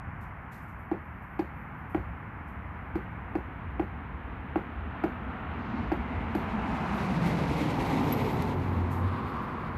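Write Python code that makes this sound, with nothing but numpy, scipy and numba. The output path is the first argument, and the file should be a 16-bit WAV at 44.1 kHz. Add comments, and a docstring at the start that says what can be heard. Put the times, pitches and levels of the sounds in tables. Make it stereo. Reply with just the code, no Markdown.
"""Distant traffic rumbles throughout, and bark and leaves rustle faintly. From 0.9 s to 6.4 s a
woodpecker strikes a trunk with ten single blows; the wood's modes answer each with a short hollow
knock that echoes off the surroundings. Meanwhile a vehicle swells up, and it passes at 7-8 s with
roaring, hissing tyres and a booming body. Just after 8 s come a very high sizzle and two thin ticks;
the vehicle draws away behind the trees, its engine droning, and another follows with a faint hiss."""
import sys
import numpy as np
from scipy import signal
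from scipy.fft import rfft, irfft
from scipy.io import wavfile
from scipy.ndimage import uniform_filter1d, map_coordinates
from numba import njit

SR = 44100
rng = np.random.default_rng(int(sys.argv[2]) if len(sys.argv) > 2 else 0)


def put_to_file(sound):
    """Save the sound as 16-bit audio at rate SR, in the file named by the first command-line argument."""
    columns = np.atleast_2d(sound).T  # one column per channel
    safe = np.clip(columns, -1, 1)
    whole_steps = np.round(safe * 32767)
    wavfile.write(sys.argv[1], SR, whole_steps.astype(np.int16))


N = 430857
TIME = np.arange(N) / SR
SHOT = SR // 2  # samples in a one-shot
SHOT_TIME = TIME[:SHOT]


def undb(db):
    """Decibels to gain."""
    return 10 ** (np.asarray(db) / 20)


def unit(x):
    """Scale to rms 1."""
    return x / np.sqrt(np.mean(x ** 2))


def lookup(points, hz):
    """Read (Hz, value) points on a log-frequency axis."""
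    f, value = np.transpose(points)
    return np.interp(np.log(hz + 1), np.log(f), value)


def coloured(x, colour):
    """EQ a sound to (Hz, dB) points, rolling off outside them; rms 1."""
    size = x.shape[-1]
    hz = np.arange(size // 2 + 1) * SR / size + 1e-3
    skirts = 1 / (1 + (.7 * colour[0][0] / hz) ** 4) / (1 + (hz / (1.3 * colour[-1][0])) ** 6)
    return unit(irfft(rfft(x) * undb(lookup(colour, hz)) * skirts, size))


def noise(colour, size=N):
    """Two unrelated noises of the given spectrum."""
    return coloured(rng.standard_normal((2, size)), colour)


def crackle(colour, per_s, spread_db, size=N):
    """Dense tiny snaps at random times, with the given spectrum."""
    snaps = (rng.random((2, size)) < per_s / SR) * rng.choice([-1, 1], (2, size))
    strength = undb(spread_db * np.minimum(rng.exponential(size=(2, size)), 3))
    return coloured(snaps * strength, colour)


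@njit
def resonate(x, hz, width):
    """Band-pass whose centre moves from sample to sample."""
    y, band_state, low_state = np.empty(len(x)), 0., 0.
    for i in range(len(x)):
        g, damping = np.tan(np.pi * hz[i] / SR), width / hz[i]
        v = (band_state + g * (x[i] - low_state)) / (1 + g * (g + damping))
        band_state, low_state = 2 * v - band_state, low_state + 2 * g * v
        y[i] = damping * v
    return y


def band(hz, width_hz):
    """Noise through a steady or moving resonance, twice for steep sides."""
    centre = hz * np.ones(N)
    return unit(resonate(resonate(rng.standard_normal(N), centre, width_hz), centre, width_hz))


def wander(rate_hz):
    """Smooth random modulation with a spread near 1."""
    hold = int(SR / rate_hz)
    steps = np.repeat(rng.standard_normal(N // hold + 1), hold)
    return 1.3 * uniform_filter1d(uniform_filter1d(steps, hold), hold)[:N]


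def swell(s, db, half_s):
    """Gain that peaks at time s and dies away on both sides."""
    return undb(db) / (1 + .5 * ((TIME - s) / half_s) ** 2)


def step(s, takes_s):
    """A smooth change from 0 to 1 around time s."""
    return .5 + .5 * np.tanh((TIME - s) / (2 * takes_s))


def attack(rise_s):
    """One-shot fade-in with time constant rise_s."""
    return 1 - np.exp(-SHOT_TIME / rise_s)


def decay(t60):
    """One-shot tail, 60 dB down after t60 seconds."""
    return np.exp(-np.log(1000) * SHOT_TIME / t60)


def add(out, s, sound):
    """Mix a sound into the stereo bus at time s."""
    i = round(s * SR)
    out[:, i:i + sound.shape[-1]] += sound[..., :out.shape[1] - i]


# stereo image of the road noise: (frequency [Hz], left-right correlation [0-1])
EAR_LIKENESS = [(60, 0.96), (150, 1), (280, 0.98), (600, 0.63), (1300, 0.52), (2200, 0.3), (3100, 0.69),
                (4500, 0.6), (8000, 0)]
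def outdoor(colour):
    """Stereo noise whose long waves reach both ears alike."""
    mid, side = rfft(noise(colour))
    alike = lookup(EAR_LIKENESS, np.arange(len(mid)) * SR / N)
    mid, side = mid * np.sqrt(1 + alike), side * np.sqrt(1 - alike)
    return unit(irfft(np.array([mid + side, mid - side]), N))


# EQ of the traffic bed: (frequency [Hz], level [dB])
TRAFFIC_EQ = [(25, -27), (47, -5), (70, -3), (170, -5), (320, -16), (430, -22), (610, -20), (760, -14),
              (980, -12), (1500, -14), (2200, -19), (3000, -35), (3800, -51.5), (9000, -66), (12400, -50.5),
              (14000, -77)]
# low-end swells from the far road: (time [s], relative peak [dB], half-length [s])
RUMBLE_SWELLS = [(0.103, -40, 0.098), (1.0, -50.5, 0.37), (2.035, -40, 0.089), (3.095, -43, 0.61),
                 (4.103, -39, 0.52), (5.64, -39, 0.49), (6.448, -36, 0.46), (7.528, -36.5, 0.11),
                 (8.503, -41, 0.48), (9.71, -39, 0.059)]
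def traffic(bed_db=-41.5, rumble_db=-1, flutter_db=1.5):
    """The bed: a steady far roar with a low rumble that comes and goes."""
    swells = np.sqrt(sum(swell(*row) ** 2 for row in RUMBLE_SWELLS))
    rumble = outdoor([(25, -33.5), (42, -12.5), (60, 4), (85, 2), (110, -4.5), (150, -14.5)])
    rumble *= swells * undb(rumble_db + flutter_db * wander(27))
    return outdoor(TRAFFIC_EQ) * undb(bed_db + 0.5 * wander(2.79)) + rumble


# sizzle cues: (time [s], peak [dB], half-length [s])
SIZZLE_SWELLS = [(1.302, -81.5, 0.55), (7.85, -66.5, 0.23), (8.21, -54, 0.089)]
# sizzle EQ: (frequency [Hz], level [dB])
SIZZLE_EQ = [(10500, -16.5), (11700, -2.5), (12400, 1.5), (13400, -14)]
def sizzle(flicker_db=3):
    """A very high sizzle swells and flickers."""
    return noise(SIZZLE_EQ) * sum(swell(*row) for row in SIZZLE_SWELLS) * undb(flicker_db * wander(14))


# rustle cues: (time [s], relative level [dB], t60 [s], tilt [dB/octave])
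RUSTLES = [(0.206, -60, 0.23, 0), (0.511, -56, 0.35, -1), (0.57, -63, .2, -2), (0.605, -65, 0.32, 7),
           (0.675, -64, 0.27, 3), (.785, -66, .3, 13.5), (1.04, -69, .12, 10), (1.215, -68, 0.25, 7),
           (1.55, -70, 0.27, 15), (1.77, -72, .3, 14), (1.889, -63.5, 0.26, 8), (2.4668, -64.5, 0.25, 5),
           (6.94, -55, 0.26, 0), (7.256, -40, 0.16, -5), (8.9, -53, 0.48, 1), (9.27, -62, .25, 10),
           (9.41, -66, .4, 4)]
# rustle EQ before the tilt: (frequency [Hz], level [dB])
RUSTLE_EQ = [(2500, 0), (4000, -3), (5000, -4.5), (7500, -3.5), (10200, -5.5), (12600, 6), (13500, -9)]
def rustles(trim_db=1):
    """Bark and leaves stir in faint, grainy bursts."""
    out = np.zeros((2, N))
    for s, db, t60, tilt_db in RUSTLES:
        colour = [(hz, band_db + tilt_db * np.log2(hz / 1000)) for hz, band_db in RUSTLE_EQ]
        grains = crackle(colour, per_s=1500, spread_db=0, size=SHOT)
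        add(out, s, undb(db + trim_db) * grains * attack(.014) * decay(t60))
    return out


# tick cues, before panning: (time [s], ring [dB], snap [dB])
TICKS = [(8.125, -31.5, -40), (8.4226, -57, -40)]
# partials of the ring: (frequency [Hz])
TICK_RING_HZ = (12410, 12720, 12790)
# EQ of the snap: (frequency [Hz], level [dB])
TICK_SNAP_EQ = [(3000, 2), (4300, 0), (7500, -4), (10000, -5), (12500, 5)]
def ticks(ears_db=(-4, 4)):
    """Thin, sharp ticks close by on the right: a snap with a very high ring."""
    out = np.zeros((2, N))
    ring = sum(np.sin(2 * np.pi * hz * SHOT_TIME) for hz in TICK_RING_HZ) * attack(.0008) * decay(0.042)
    for s, ring_db, snap_db in TICKS:
        snap = noise(TICK_SNAP_EQ, SHOT)[0] * decay(0.013)
        add(out, s, np.outer(undb(ears_db), undb(ring_db) * ring + undb(snap_db) * snap))
    return out


SPEED_M_S, ROAD_M = 12.92, 10.25  # a straight pass-by at steady speed
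def distance(s):
    """Distance of a vehicle that is nearest at time s, relative to the nearest."""
    return np.hypot(SPEED_M_S * (TIME - s), ROAD_M) / ROAD_M


def receding(s):
    """Share of the speed that points away from the listener: -1 coming, 0 at time s, 1 going."""
    return SPEED_M_S * (TIME - s) / (ROAD_M * distance(s))


def passing(s, peak_db, loss_db):
    """Pass-by fader in dB; each layer is beamed its own way, so has its own peak time and falloff."""
    return peak_db - loss_db * np.log2(distance(s))


# roar pass-by: (time [s], relative peak [dB], loss [dB per doubling of distance])
ROAR_PASS = (6.79, -34, 7.04)
# roar EQ: (frequency [Hz], level [dB])
ROAR_EQ = [(350, -6), (520, -16.5), (630, -1), (850, 1.5), (1100, -2.5), (1450, -3.5), (2000, -9),
           (2800, -12.5), (4000, -29), (5000, -46)]
# tread ring: (time [s], centre [Hz], relative peak [dB], half-length [s])
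TREAD_SWELLS = [(5.3, 1323, -47, 0.32), (6.154, 2125, -50, 0.21), (7.0, 1016, -41.5, 0.48),
                (7.55, 504, -40, 0.37), (8.078, 873, -34, 0.4), (8.215, 2280, -50, .1),
                (9.292, 1083, -37, 0.28)]
def tyre_roar(roar_db=-2, tread_db=-1, tread_width_hz=380, flutter_db=1):
    """The tyres roar in the midrange, and their tread rings in swells."""
    out = outdoor(ROAR_EQ) * undb(passing(*ROAR_PASS) + roar_db + flutter_db * wander(14))
    for s, hz, db, half_s in TREAD_SWELLS:
        direct, scattered = band(hz, tread_width_hz), .5 * band(hz, tread_width_hz)
        ring = np.array([direct + scattered, direct - scattered])
        out += ring * swell(s, db, half_s) * undb(tread_db + flutter_db * wander(15))
    return out


# hiss pass-by: (time [s], relative peak [dB], loss [dB per doubling of distance])
HISS_PASS = (8, -47, 13.7)
# front and rear tyres in turn: (time offset [s], level offset [dB])
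AXLES = [(-0.42, 1.55), (0.52, -0.5)]
# a swish on the approach: (time [s], peak [dB], half-length [s])
SWISH = (5.72, -62, 0.12)
# a faint late hiss as another vehicle follows: (time [s], peak [dB], half-length [s])
LATE_HISS = (9.35, -60, .35)
# their EQs: (frequency [Hz], level [dB])
HISS_EQ = [(1200, -36), (2000, 5.5), (3000, -4), (4000, -4), (5200, -15.5), (7000, -20), (9500, -25.5),
           (11300, -22), (12800, -28.5), (13400, -52)]
SWISH_EQ = [(2500, -3), (4000, 5), (5500, -6), (7500, -17), (9000, -26.5)]
LATE_HISS_EQ = [(3000, 9.5), (4500, 3.5), (6000, -12), (9500, -11), (11300, -13), (12500, -4.5),
                (13500, -23)]
def tyre_hiss(hiss_db=3.9, grit_db=-5, cover_db=-5, trees_db=-9, clear_db=-52, flutter_db=2.04):
    """Near tyres hiss and crunch on grit, coming out of cover and then going behind the trees."""
    uncovered, screened = step(5.56, .03), step(8.415, 0.069)
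    mid_s, peak_db, loss_db = HISS_PASS
    power = sum(undb(passing(mid_s + later_s, peak_db + db, loss_db)) ** 2 for later_s, db in AXLES)
    level_db = 10 * np.log10(power) + trees_db * screened
    treble_db = 0.91 * np.minimum(level_db - clear_db, 0)  # far off, leaves swallow the treble
    treble_db += 1.5 * (1 + receding(mid_s))  # the tyres throw more of it backwards
    treble_db += cover_db * (1 - uncovered)
    bright = outdoor(HISS_EQ)
    dull = signal.sosfiltfilt(signal.butter(4, 4200, fs=SR, output="sos"), bright)
    hiss = (dull + (bright - dull) * undb(treble_db)) * undb(level_db + hiss_db)
    hiss += noise(SWISH_EQ) * swell(*SWISH) * uncovered + noise(LATE_HISS_EQ) * swell(*LATE_HISS)
    grit_eq = [(1800, 1), (2500, -1), (3100, -3), (3900, -5), (5300, -10), (7000, -23)]
    grit = crackle(grit_eq, per_s=600, spread_db=7) * undb(level_db + treble_db + grit_db)
    return hiss * undb(flutter_db * wander(40)) + grit


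# body pass-by: (time [s], relative peak [dB], loss [dB per doubling of distance])
BODY_PASS = (8.04, -27, 6.9)
# EQ of engine and body noise: (frequency [Hz], level [dB])
BODY_EQ = [(70, -2.5), (120, -2.5), (180, 0), (250, -0.5), (330, -4.5), (420, -8.5), (520, -9.5),
           (640, -14)]
# booms alongside reflecting surfaces: (time [s], relative peak [dB], half-length [s])
BOOM_SWELLS = [(5.787, 2.5, 0.12), (6.56, -0.5, 0.22), (7.242, 2, 0.17)]
# overtones at close range: (pitch [ratio], time [s], relative peak [dB], half-length [s])
BOOM_OVERTONES = [(2.1, 7.62, -9.5, 0.2), (1.87, 7.96, -2.5, .04), (3.3, 8.255, -9, 0.17)]
def body_boom(body_db=-3.5, reflection=0.31, boom_db=-1, floor_db=-11, width_hz=76):
    """The body booms against its own reflection, which lags more and more, so the pitch sinks."""
    hz = 177.8 - 60.2 * receding(7.15)
    combed = unit(np.array([ear + reflection * np.interp(TIME - 1 / hz, TIME, ear)
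                            for ear in outdoor(BODY_EQ)]))
    swells = np.sqrt(undb(floor_db) ** 2 + sum(swell(*row) ** 2 for row in BOOM_SWELLS))
    overtones = sum(swell(*cue) * band(ratio * hz, width_hz) for ratio, *cue in BOOM_OVERTONES)
    boom = swells * band(hz, width_hz) + overtones
    return undb(passing(*BODY_PASS)) * (undb(body_db) * combed + undb(boom_db) * boom)


# throttle cues: (start [s], end [s], relative starting level [dB])
ENGINE_PULLS = [(7.948, 8.322, -39.5), (8.487, 9.107, -33.5)]
def engine(settled_hz=90.1, drop_hz=9, settle_s=0.318, build_db_per_s=10, trim_db=-1, throb_db=2):
    """The drone builds under load and is throttled off; its pitch settles as the vehicle recedes."""
    hz = settled_hz + drop_hz * np.exp(-np.maximum(TIME - ENGINE_PULLS[0][0], 0) / settle_s)
    load = np.zeros(N)
    for start, end, db in ENGINE_PULLS:
        throttle = step(start, 0.047) * (1 - step(end, 0.041))
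        load += throttle * undb(db + build_db_per_s * (np.clip(TIME, start, end) - start))
    phase = 2 * np.pi * np.cumsum(hz * (1 + 0.0189 * wander(19))) / SR
    drone = unit(np.sin(phase) + 0.078 * np.sin(2 * phase) + 0.071 * np.sin(3 * phase))
    return drone * load * undb(trim_db + throb_db * wander(18))


def vehicle():
    """A vehicle fades up out of the far traffic, passes and draws away."""
    return step(1.7, takes_s=0.99) * (tyre_roar() + tyre_hiss() + body_boom() + engine())


# pan of the road: (time [s], left-ear lag [samples], upper mids left minus right [dB])
ROAD_PAN = [(0, 4.5, -3), (5, 3.5, -4.5), (7.2, 6.5, -4), (7.85, 5.5, -3), (8.3, 5.5, -4), (9, 4.5, -3),
            (9.77, -2.5, -4)]
def pan_road(left, right):
    """The road lies to the right: the left ear is shadowed in the upper mids and mostly lags."""
    s, *columns = np.transpose(ROAD_PAN)
    lag, pan_db = [np.interp(TIME, s, column) for column in columns]
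    road = np.array([map_coordinates(left, [np.arange(N) - lag], order=3, mode="nearest"), right])
    upper_mids = signal.sosfilt(signal.butter(1, [1500, 3500], "band", fs=SR, output="sos"), road)
    return road + upper_mids * (undb(np.array([pan_db, -pan_db]) / 2) - 1)


def bill_ring(hz=4670., width_hz=600):
    """The hard bill rings and rasps briefly after the blow."""
    rasp = unit(resonate(rng.standard_normal(SHOT), np.full(SHOT, hz), width_hz))
    return rasp * attack(0.0051) * decay(0.033)


def bark_crackle(tip_db=10, snap_db=5, flakes_db=-3):
    """The bill tip clicks, mostly on the right; fibres snap under it, then loose flakes trickle."""
    tip_eq = [(3200, 3), (4000, 4), (5500, -13.5), (9000, -16), (12500, 1), (13600, -9.5)]
    snap_eq = [(2000, 1), (3000, 11), (4300, 0), (5500, -9), (9500, -10), (12500, -4), (13600, -13.5)]
    flake_eq = [(3000, 2.5), (4300, 7), (5200, -6.5), (6200, -3), (10000, -11), (12500, 7), (13600, -14)]
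    tip = np.outer([0.22, 1], noise(tip_eq, SHOT)[0] * decay(0.0061))
    snap = noise(snap_eq, SHOT) * decay(0.044)
    flakes = crackle(flake_eq, per_s=3000, spread_db=2, size=SHOT) * decay(0.35)
    return undb(tip_db) * tip + undb(snap_db) * snap + undb(flakes_db) * flakes


# trunk modes: (base frequency [Hz], relative level [dB], t60 [s], polarity at the struck spot [+/-1])
TRUNK_MODES = [(196.4, -27.5, 0.11, 1), (299.7, -7.5, 0.049, 1), (332, -3, 0.029, -1),
               (390.6, -12, 0.022, 1), (658, -28.5, 0.03, 1), (792, -15, 0.026, -1),
               (957, -36.5, 0.046, -1), (1170, -31, 0.038, 1), (1400, -39, 0.022, -1),
               (2140, -50.5, 0.027, -1)]
def trunk_knock(bite_db, tilt_db, pitch, clack_hz, rebound_s=0.00362, rebound_db=-6, contact_hz=2900):
    """A blow cracks and clacks on the bark and rings the trunk's hollow modes."""
    ring = np.zeros(SHOT)
    for hz, db, t60, sign in TRUNK_MODES:
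        gain = sign * undb(db + tilt_db * np.log2(hz / 320))
        ring += gain * np.sin(2 * np.pi * hz * pitch * SHOT_TIME) * decay(t60)
    crack = noise([(700, 11), (1500, 1.5), (2300, 1), (3300, -15)], SHOT)[0] * decay(0.031)
    clack = np.sin(2 * np.pi * clack_hz * SHOT_TIME) * decay(0.0045)
    bite = undb(-29) * crack - undb(-21) * clack
    bite += undb(rebound_db) * np.interp(SHOT_TIME - rebound_s, SHOT_TIME, bite, left=0)  # second bite
    soft_bark = signal.butter(6, contact_hz, fs=SR, output="sos")  # blunts the blow
    return signal.sosfilt(soft_bark, ring + undb(bite_db) * bite)


# blows of the bill, levels as layer faders: (time [s], knock [dB], bark crackle [dB],
# bite within the knock [dB], tilt [dB/octave], bill ring [dB], trunk pitch [ratio], bark clack [Hz])
PECKS = [(0.9144, -3, -68, -10, -2, -72, 1.01, 1500), (1.3923, -2.5, -59, 1.5, -1.5, -47, 1.01, 2210),
         (1.9467, -1.7, -62, -2, -0.7, -64, 1, 1900), (2.955, -5.5, -61, -1, -6.5, -55, 1.026, 2000),
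         (3.353, -3.5, -63, -3, -1.5, -55, 1.004, 2000), (3.796, -2, -63.5, -1.5, -0.7, -62, 1.01, 2100),
         (4.5582, -2, -62.5, -0.5, 0, -67, 1.004, 1400), (5.0383, -1.3, -59, 1, 0.5, -53, 1.006, 1390),
         (5.9177, -2, -59, -1, 0.5, -48, 1, 1700), (6.3503, -5.5, -51, 3, -4, -49, 1.01, 1550)]
# direct sound and early reflections: (delay [ms], left [gain], right [gain])
ECHO_TAPS = [(0, 0.81, 0.79), (1.04, -0.48, 0.23), (2.34, -0.18, 0.013), (5.7, -0.22, -0.0022),
             (14.77, 0.27, 0.06), (20.25, -0.049, 0.06), (25.7, 0.22, 0.083), (29, 0.13, 0.046),
             (32.16, -0.14, -0.14), (49.9, 0.076, 0.06)]
# EQ of the scattered tail: (frequency [Hz], level [dB])
TAIL_EQ = [(100, -18.5), (190, 11.5), (265, -16.5), (330, 6), (390, 6.5), (470, 6.5), (560, 2.5), (800, -4),
           (1300, -17.5), (2400, -14), (4000, -42)]
def woodpecker(tail_db=-33, tail_t60=0.21, predelay_s=.014):
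    """Single blows on the trunk; near surfaces and foliage send each knock back."""
    out = np.zeros((2, N))
    for s, knock_db, crackle_db, bite_db, tilt_db, bill_db, pitch, clack_hz in PECKS:
        knock = undb(knock_db) * trunk_knock(bite_db, tilt_db, pitch, clack_hz)
        for ms, left, right in ECHO_TAPS:
            add(out, s + ms / 1000, np.outer([left, right], knock))
        tail = noise(TAIL_EQ, SHOT) * attack(0.00043) * decay(tail_t60)
        add(out, s + predelay_s, undb(knock_db + tail_db) * tail)
        add(out, s, undb(bill_db) * bill_ring() + undb(crackle_db) * bark_crackle())
    return out


def scene():
    """The mix: the road off to one side, the woodpecker and small details in front."""
    return pan_road(*(traffic() + vehicle())) + woodpecker() + rustles() + ticks() + sizzle()


def record(dry, top_hz=13300):
    """A steep low-pass on the master cuts the very top."""
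    return signal.sosfilt(signal.ellip(8, .2, 70, top_hz, fs=SR, output="sos"), dry)


dry = scene()
out = record(dry)
put_to_file(out)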